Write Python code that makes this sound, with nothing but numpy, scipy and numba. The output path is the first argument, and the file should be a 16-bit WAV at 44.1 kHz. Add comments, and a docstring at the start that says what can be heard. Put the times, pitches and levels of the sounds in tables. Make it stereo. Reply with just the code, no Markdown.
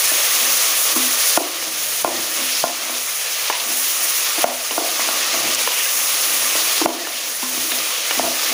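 """Vegetables frying in a deep pot

Chopped vegetables fry in oil in a deep metal pot, heard from above by a phone with one microphone.
Bursting steam is dense random impulses, coloured in bands; larger bubbles are short tones of rising pitch.
A wooden spatula scrapes the base and knocks the wall: noise and short pushes drive close, damped modes.
The phone's gain control ducks at each hard knock and creeps back over about a second.
"""
import sys
import numpy as np
from scipy import signal
from scipy.fft import rfft, irfft, next_fast_len
from scipy.io import wavfile
from scipy.ndimage import uniform_filter1d
from numba import njit

SR = 44100
rng = np.random.default_rng(int(sys.argv[2]) if len(sys.argv) > 2 else 0)


def log_audio(samples):
    """Write samples as a 16-bit WAV file to the path given in sys.argv[1]."""
    # one column per channel
    frames = np.atleast_2d(samples).T
    # limit to full scale, then quantise
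    limited = np.clip(frames, -1, 1)
    pcm = np.round(limited * 32767).astype(np.int16)
    wavfile.write(sys.argv[1], SR, pcm)


def invert_db(x):
    """Field ratio 10**(x/20) for x, a level in decibels (scalar or array-like)."""
    u = np.asarray(x, float) / 20
    return 10 ** u


N = 376173  # length [samples]
BIGGEST = 5.0  # cap on the e-folds of rarity that a burst or bubble can reach


def unit(x):
    """Power normalisation: scale to rms 1."""
    return x / np.sqrt(np.mean(x ** 2))


def walk(rate):
    """Slow random modulation: levels held for 1 / rate seconds and slewed twice; rms 1."""
    held = int(SR / rate)
    steps = np.repeat(rng.standard_normal(N // held + 1), held)
    slewed = uniform_filter1d(uniform_filter1d(steps, held), held)
    return unit(slewed[:N])


def bells(rows, rest_db):
    """Gaussian envelopes: level in dB of events that swell and fade over a resting level."""
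    t = np.arange(N) / SR
    swells = sum(invert_db(db) * np.exp(-((t - middle) / half) ** 2) for middle, half, db in rows)
    return 20 * np.log10(invert_db(rest_db) + swells)


def highpass(x, order, hz):
    """Butterworth filtering: remove what lies below hz."""
    return signal.sosfilt(signal.butter(order, hz, "high", fs=SR, output="sos"), x)


def colour(x, points, flicker_db, rate, count):
    """Spectral shaping: overlapping bands follow a curve, each flickering on its own."""
    hz, db = np.transpose(points)
    size = next_fast_len(N)
    pitch = np.log(np.arange(size // 2 + 1) * SR / size + 1)
    shaped = rfft(x, size) * invert_db(np.interp(pitch, np.log(hz), db, left=-90, right=-90))
    place = np.interp(pitch, np.log([hz[0], hz[-1]]), [0, count - 1])
    out = 0
    for k in range(count):
        band = irfft(shaped * np.clip(1 - abs(place - k), 0, 1), size)[:N]
        out = out + band * invert_db(flicker_db * walk(rate))
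    return unit(out)


def crackle(scatter_db, throb_db, throb_rate):
    """Random impulse process: bursts so dense that they merge; sizes are uneven and come in throbs."""
    rarity = np.minimum(rng.exponential(size=N), BIGGEST)
    return rng.standard_normal(N) * invert_db(scatter_db * rarity + throb_db * walk(throb_rate))


def ring(push, modes):
    """Modal resonance: a force drives damped modes, one complex pole each."""
    out = 0
    for hz, db, t60 in modes:
        pole = np.exp((2j * np.pi * hz - np.log(1000) / t60) / SR)
        out = out + invert_db(db) * signal.lfilter([1], [1, -pole], push).imag
    return out


def decays(modes, after):
    """Free vibration: one exponentially fading sine per mode."""
    hz, db, t60 = np.transpose(modes)[:, :, None]
    return invert_db(db) * np.sin(2 * np.pi * hz * after) * invert_db(-60 * after / t60)


@njit
def grains(n, start, step, cycles, glide, size):
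    """Bubble resonance: short damped tones whose pitch rises."""
    out = np.zeros(n)
    for k in range(len(start)):
        length = int(cycles[k] * 2 * np.pi / step[k])
        phase = 0.
        for i in range(min(3 * length, n - start[k])):
            phase += step[k] * (1 + glide * i / length)
            out[start[k] + i] += size[k] * np.sin(phase) * (i / length) * np.exp(-2 * i / length)
    return out


# level of the frying over time, as fine fizz and coarse sizzle swell and sink:
# (time [s], fine fizz [dB], coarse sizzle [dB])
FRY_LEVELS = [(0.0, -17.5, -21.5), (0.25, -18, -19.5), (0.6, -17, -21), (0.95, -18.5, -21),
              (1.3, -16.5, -20.5), (1.55, -22.5, -20.5), (1.95, -18.5, -22), (2.15, -19.5, -19),
              (2.58, -18.5, -20.5), (2.75, -22.5, -21), (3.15, -21.5, -22.5), (3.55, -22.5, -21),
              (3.75, -18, -23.5), (4.15, -19, -21.5), (4.43, -21.5, -21), (4.6, -20.5, -21),
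              (4.75, -19.5, -21), (4.9, -19, -18), (5.35, -21, -18), (6.0, -17.5, -21),
              (6.75, -19.5, -19.5), (7.0, -22, -20.5), (7.35, -21.5, -23), (7.75, -21, -21.5),
              (8.02, -24, -22), (8.25, -19.5, -19.5), (8.53, -19.5, -19)]


def frying_levels():
    """Piecewise-linear envelopes: fizz and sizzle levels in dB, interpolated over time."""
    s, *columns = np.transpose(FRY_LEVELS)
    return [np.interp(np.arange(N) / SR, s, column) for column in columns]


def bubbles(count, low_hz, high_hz):
    """Bubble resonance: larger bubbles of tomato juice boiling in the oil."""
    when, pitch, life, size = rng.random((count, 4)).T
    start = (when * (N - 1)).astype(np.int64)
    hz = low_hz * (high_hz / low_hz) ** pitch
    cycles = 4 + 43.6 * life ** 3
    gain = invert_db(-2.0 * np.log(size + np.exp(-BIGGEST)))  # the rarer, the louder
    return unit(grains(N, start, 2 * np.pi * hz / SR, cycles, 0.035, gain))


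# colour of the frying, below and on top: (frequency [Hz], relative density [dB per Hz])
COARSE_COLOUR = [(60, -52), (200, -36), (420, -6), (520, 0.5), (760, -3.5), (1100, -4), (1500, -2),
                 (2550, 3), (3900, 2), (5600, 2.5), (6600, 1.5), (7400, -5.5), (9000, -9)]
FINE_COLOUR = [(3500, -49), (5500, 0), (6600, 3), (7900, -4.5), (10000, 4.5), (12000, -1.5), (13700, -7.5),
               (14500, 4), (15500, 7), (15700, -18)]


def frying(fine_db, coarse_db):
    """Superposed steam bursts: fine fizz on top, coarse sizzle with bubbles below."""
    fine = colour(crackle(1.5, 1.0, 65.), FINE_COLOUR, flicker_db=0.75, rate=30., count=6)
    coarse = colour(crackle(2.7, 0.77, 45.), COARSE_COLOUR, flicker_db=0.79, rate=24., count=12)
    coarse = coarse + invert_db(-11.0) * bubbles(count=6000, low_hz=1674.0, high_hz=7335.0)
    return invert_db(fine_db) * fine + invert_db(coarse_db) * coarse


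# swarms of like-sized bubbles where wet pieces land on bare metal:
# (middle [s], half length [s], centre frequency [Hz], relative level [dB])
SWARMS = [(.55, 0.086, 5500, -30), (1.32, 0.035, 5460, -26), (2.47, 0.046, 2970, -29),
          (2.57, 0.051, 5200, -22), (3.3, 0.12, 2520, -35), (5.49, 0.071, 2820, -28),
          (5.62, 0.057, 2800, -43), (5.78, 0.07, 2790, -26), (6.3, 0.082, 2950, -41),
          (7.19, .05, 3000, -28.5), (7.9, 0.13, 2990, -32), (8.49, 0.044, 2400, -32)]


def swarms(count):
    """Bubble resonance: like sizes share nearly one pitch, crowding round each swarm's middle."""
    middle, half, hz, db = np.repeat(SWARMS, count, axis=0).T
    when, pitch, size = rng.standard_normal((len(middle), 3)).T
    start = np.clip((middle + 0.84 * half * when) * SR, 0, N - 1).astype(np.int64)
    step = 2 * np.pi * hz * np.exp(0.17 * pitch) / SR
    # long swarms are sparser, so each bubble is stronger
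    gain = invert_db(db + 11.0 + 3.6 * size) * np.sqrt(half / 0.043)
    return grains(N, start, step, np.full(len(middle), 14.0), 0.028, gain)


# air resonances in the pot: (frequency [Hz], relative drive [dB], t60 [s])
AIR_MODES = [(520, -1.5, 0.0096), (1120, 4.5, 0.11), (1188, 6.5, 0.061), (1231, 2.5, 0.075),
             (1316, 8, 0.023)]


def hum(coarse_db):
    """Cavity resonance: crackle drives the air in the deep pot, louder as the sizzle grows."""
    air = np.gradient(ring(crackle(1.5, 1.5, 18.), AIR_MODES))
    # -34.5 dB at a sizzle of -21 dB, and 1.5 dB more per dB of sizzle
    level_db = -34.5 + 1.5 * (coarse_db + 21)
    return unit(air) * invert_db(level_db - walk(2.05))


# brief dips of the sizzle: (middle [s], depth [dB])
DIPS = [(0.946, 4), (1.172, 2.5), (1.70, 3.5), (2.035, 7.5), (5.57, 4), (5.70, 2.5)]


def dip_gain():
    """Amplitude modulation: bell-shaped dips in dB, as a gain."""
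    t = np.arange(N) / SR
    return invert_db(-sum(db * np.exp(-((t - middle) / 0.011) ** 2) for middle, db in DIPS))


LIFT_S = 0.035  # the blade damps the long ring until it leaves the wall


def jostling(count):
    """Variable damping: sliding food grips and frees the wall, roughening and lowering its ring."""
    after = np.arange(SR) / SR
    share, held = 0.7, int(0.009 * SR)
    rough = np.repeat(rng.standard_normal((count, SR // held + 1)), held, axis=1)[:, :SR]
    rough = uniform_filter1d(rough, held, axis=1) * (1 - np.exp(-after / LIFT_S))
    return (1 + share / (1 - share) * rough) / (1 + np.minimum(after / LIFT_S, 1))


# spatula blows: (time [s], body [dB], low wall [dB], upper wall [dB], bright ring [dB], long ring [dB]),
# the last four relative to the body
KNOCKS = [(0.1167, -28.5, -46, -5, 4, -18), (0.961, -27.5, -1.5, 2, 8.5, -7),
          (1.3746, 3, -31, -11, -6, -16), (1.6973, -47.5, 14.5, -14, 6, -4),
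          (2.0466, 3.5, -40, -13, -1, -14.5), (2.409, -34, -1, -5, 1, -2), (2.6395, 0.5, -26, -19, -9, -20),
          (2.895, -22, -30, -24, -10, -14), (3.4989, -31, -22, -6, 16, -3), (4.3797, -26, -17, -4, 3, -6),
          (4.442, 6.5, -32, -30, -9, -16), (4.7086, -30, -1, 6.5, 11, -2),
          (4.7791, -2.5, -31, -11, -3.5, -9.5), (4.993, -27.5, -27, -3, 12, -17),
          (5.0883, -10, -23, -12, 3, -11), (5.3415, -23, -5, -15, 1, -24), (5.6745, -32, -34, 2.5, 6, -1),
          (6.553, -20, -27, -22, -6, -12), (6.813, -22.5, -36, 6, 10.5, -11),
          (6.8589, 8.5, -27, -14.5, -8, -26), (7.071, -26.5, -17, -20, 4.5, -4),
          (7.4276, -33.5, 3, 4, 14, -2), (7.573, -38.5, -3, 14.5, -1, -12),
          (7.7176, -30, -6, -22, -26, -12), (8.1102, -38, -22, 3, 9, -8), (8.172, -44, 14, 4, 2, -8),
          (8.1955, -1, -19.5, -22, -22, -17.5)]
# pot modes, in the order of those levels: (frequency [Hz], relative level [dB], free t60 [s])
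BODY = [(688, 0, .034), (880, -9, .022)]
WALL_LOW = [(254.8, 0.5, 0.5), (218, -7, 0.066), (310, -4.5, 0.046)]
WALL = [(322.9, 3, 0.42), (349.8, 1.5, 0.27), (356.3, -13.5, 0.43), (397, -9, 0.36), (452, -5, 0.31)]
BRIGHT = [(965, 13, 0.014), (1404, 7.5, 0.1), (1042, 1.5, 0.17), (1114, -4, 0.23), (1144, -6, 0.068),
          (1170, -13, 0.37), (1380, -16, 0.35)]
RING = [(506, -12, 0.3), (544, -8, 0.4), (575, -9, .4), (630, -5, 0.35), (667, -5, .3), (690, -2, 0.36),
        (725, -5, 0.3), (789, -4, 0.25), (861, -7, 0.25), (926, -10, 0.25), (975, -11, .22)]


def knocks():
    """Impact excitation of modes: hard blows are one short push; light ones glance off and rattle."""
    s, body_db, *shares = np.transpose(KNOCKS)
    after = np.arange(SR) / SR
    push = -np.hanning(int(0.001 * SR) + 2)
    rattle_s = np.arange(1300) / SR
    rattles = rng.standard_normal((len(s), len(rattle_s))) * np.exp(-rattle_s / 0.0074) * invert_db(-15.5)
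    rattles[body_db > -12] *= invert_db(-22)  # hard blows hardly rattle
    rattles[:, 0] = 1
    blows = 0
    for modes, share_db in zip((BODY, WALL_LOW, WALL, BRIGHT, RING), (0, *shares)):
        # sound follows the speed of the wall, not its deflection
        deflection = signal.fftconvolve(decays(modes, after), [push])[:, :SR]
        speed = np.gradient(deflection, axis=1)
        if modes is RING:
            speed = speed * (1 - np.exp(-(after / LIFT_S) ** 2))
        # each blow lands elsewhere and weights the modes anew, by 2.5 dB, except in the body
        spot = invert_db((modes is not BODY) * 2.5 * rng.standard_normal((len(s), len(modes))))
        weights = invert_db(body_db + share_db)[:, None] * spot
        part = weights @ speed / np.abs(speed.sum(axis=0)).max()
        if modes in (RING, BRIGHT, WALL):
            part = part * jostling(len(s))
        blows = blows + part
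    out = np.zeros(N + 2 * SR)
    for start, blow in zip((s * SR).astype(int), signal.fftconvolve(blows, rattles, axes=1)):
        out[start:start + len(blow)] += blow
    # the pot is small against long waves and radiates little bass
    return highpass(out[:N], 6, 225.)


# dry ticks of the blade edge on the metal: (time [s], level [dB], tilt [dB per octave])
TICKS = [(1.626, -20, 0), (3.5, -12, 2), (3.506, -22.5, 5), (3.555, -23, 4), (4.709, -12.5, 0),
         (5.0896, -28, 7), (5.343, -25, 4), (5.664, -24, 1), (5.675, -11, -5), (7.071, -16, 2),
         (7.7184, -20, 10), (8.1097, -14, 6)]
# modes of the wooden blade: (frequency [Hz], relative level [dB], t60 [s])
BLADE = [(560, -9, .02), (1000, 0, .014), (1400, -2, .014), (1750, -2, .02), (2350, -4, .014),
         (2850, -2, .02), (3700, -6, .018)]


def ticks():
    """Impact excitation: short blade modes, tilted by the angle of contact, skidding for a moment."""
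    out, after = np.zeros(N), np.arange(3000) / SR
    blade = decays(BLADE, after)
    octaves = np.log2(np.transpose(BLADE)[0] / 1500)
    skids = rng.standard_normal((len(TICKS), len(after))) * np.exp(-after / 0.004) * invert_db(-22.5)
    skids[:, 0] = 1
    for (s, db, tilt_db), skid in zip(TICKS, skids):
        tick = np.convolve(invert_db(db + tilt_db * octaves) @ blade, skid)[:len(after)]
        out[int(s * SR):int(s * SR) + len(after)] += tick
    return highpass(out, 4, 400.)


# scraping strokes of the blade over the base: (middle [s], half length [s], drive [dB])
STROKES = [(0.44, 0.2, -46.5), (0.97, 0.13, -42), (1.605, 0.17, -41), (2.12, 0.062, -26),
           (2.36, 0.096, -32), (2.88, 0.067, -39), (3.677, 0.085, -39.5), (4.0, 0.036, -43),
           (4.49, 0.036, -33.5), (4.953, 0.25, -38.5), (5.47, 0.13, -35), (6.096, 0.43, -45.5),
           (6.62, 0.062, -47), (7.054, 0.24, -37.5), (7.57, 0.14, -44.5), (7.877, 0.13, -42),
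           (8.238, 0.047, -29), (8.5, 0.099, -36)]


def drag():
    """Friction excitation: the blade chatters over the base and shakes the pot modes."""
    drive = invert_db(bells(STROKES, rest_db=-52.5))  # the blade still stirs between strokes
    chatter = crackle(2.0, 2.8, 30.)
    wall, body = (ring(chatter * drive, modes) / np.std(ring(chatter[:SR], modes))
                  for modes in ([*WALL_LOW, *WALL], [*BODY, *RING]))
    return highpass(wall + invert_db(1.5) * body, 6, 220.)


# bright snaps of the blade tip and of drops bursting in the oil:
# (time [s], level [dB], frequency [Hz], fade to 1/e [s])
POPS = [(3.525, -16, 1900, 0.0066), (3.549, -19, 2500, 0.017), (3.598, -18, 3200, .012),
        (4.999, -17, 1700, 0.0091), (5.548, -8, 6040, 0.003)]


def pops():
    """Transient noise: a crack in a band around the snap's pitch, fading exponentially."""
    out, after = np.zeros(N), np.arange(1500) / SR
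    for s, db, hz, fade in POPS:
        band = signal.butter(2, [0.83 * hz, 1.4 * hz], "band", fs=SR)
        crack = unit(signal.lfilter(*band, rng.standard_normal(len(after))))
        out[int(s * SR):int(s * SR) + len(after)] += invert_db(db) * crack * np.exp(-after / fade)
    return out


def kitchen(x):
    """Reverberation: tiles and cupboards send back a dense, dull tail that builds within 5 ms."""
    after = np.arange(SR // 2) / SR
    tail = rng.standard_normal(len(after)) * invert_db(-60 * after / 0.5) * np.clip(after / 0.0048, 0, 1) ** 2
    tail = signal.sosfilt(signal.butter(2, [380., 1500.], "band", fs=SR, output="sos"), tail)
    return x + invert_db(-20.5) * signal.fftconvolve(x, tail / np.linalg.norm(tail))[:N]


# colour of the low rumble: (frequency [Hz], relative density [dB per Hz])
RUMBLE_COLOUR = [(25, 20.7), (75, 5.1), (103, 9.3), (160, 4.6), (230, 1)]
# low rumble and short low thumps, some at the hard knocks: (middle [s], half length [s], level [dB])
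RUMBLE = [(.52, 0.064, -48), (1.376, .012, -40), (1.8, 0.25, -45), (2.047, 0.0086, -26), (2.15, 0.1, -37),
          (2.42, 0.087, -46), (2.641, 0.011, -28), (4.443, .012, -44), (5.0, .03, -49), (5.46, 0.083, -39),
          (6.55, .03, -47), (6.86, 0.015, -35), (7.6, 0.11, -47), (7.8, .06, -52), (8.24, 0.082, -38),
          (8.52, 0.017, -46)]


def low_rumble():
    """Filtered noise under swelling envelopes: a low rumble with short low thumps."""
    rumble = colour(rng.standard_normal(N), RUMBLE_COLOUR, flicker_db=2.7, rate=11.0, count=4)
    return rumble * invert_db(bells(RUMBLE, rest_db=-51.5))


def scene():
    """Superposition: all sources reach one microphone, copied to both channels."""
    fine_db, coarse_db = frying_levels()
    fry = frying(fine_db, coarse_db) + swarms(count=120) + hum(coarse_db)
    spatula = kitchen(knocks() + ticks()) + drag()
    mix = fry * dip_gain() + spatula + pops() + low_rumble()
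    return np.tile(mix, (2, 1))


@njit
def gain_control(x, top, hold, attack, release):
    """Dynamic compression: gain falls fast when the held peak passes the ceiling, then creeps to 1."""
    gain, g, peak = np.empty(len(x)), 1., 1e-9
    for i in range(len(x)):
        peak = max(abs(x[i]), peak * (1 - hold))
        want = min(1., top / peak)
        g += (want - g) * attack if want < g else (1 - g) * release
        gain[i] = g
    return gain


def low_pass(x):
    """Removes everything above the highest recorded frequency."""
    return signal.sosfilt(signal.butter(12, 15520, fs=SR, output="sos"), x)


def record(dry):
    """Compression and soft saturation: a slow and a quick gain control, rounded peaks, a bass cut."""
    # the detector hears little treble, so lone clicks barely move the gain
    heard = signal.sosfilt(signal.butter(1, 3000., fs=SR, output="sos"), dry[0])
    hold = attack = 1 / (0.004 * SR)
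    slow = gain_control(heard, 0.26, hold, attack, 1 / (0.9 * SR))
    quick = gain_control(heard, 0.65, hold, attack, 1 / (0.011 * SR))
    x = dry * slow * quick
    knee, room = 0.45, 0.2  # amplitude where rounding starts, and the room left above it
    over = np.maximum(abs(x) - knee, 0)
    x = np.sign(x) * (np.minimum(abs(x), knee) + room * np.tanh(over / room))
    return low_pass(highpass(x, 2, 120.))


dry = scene()
out = record(dry)
log_audio(out)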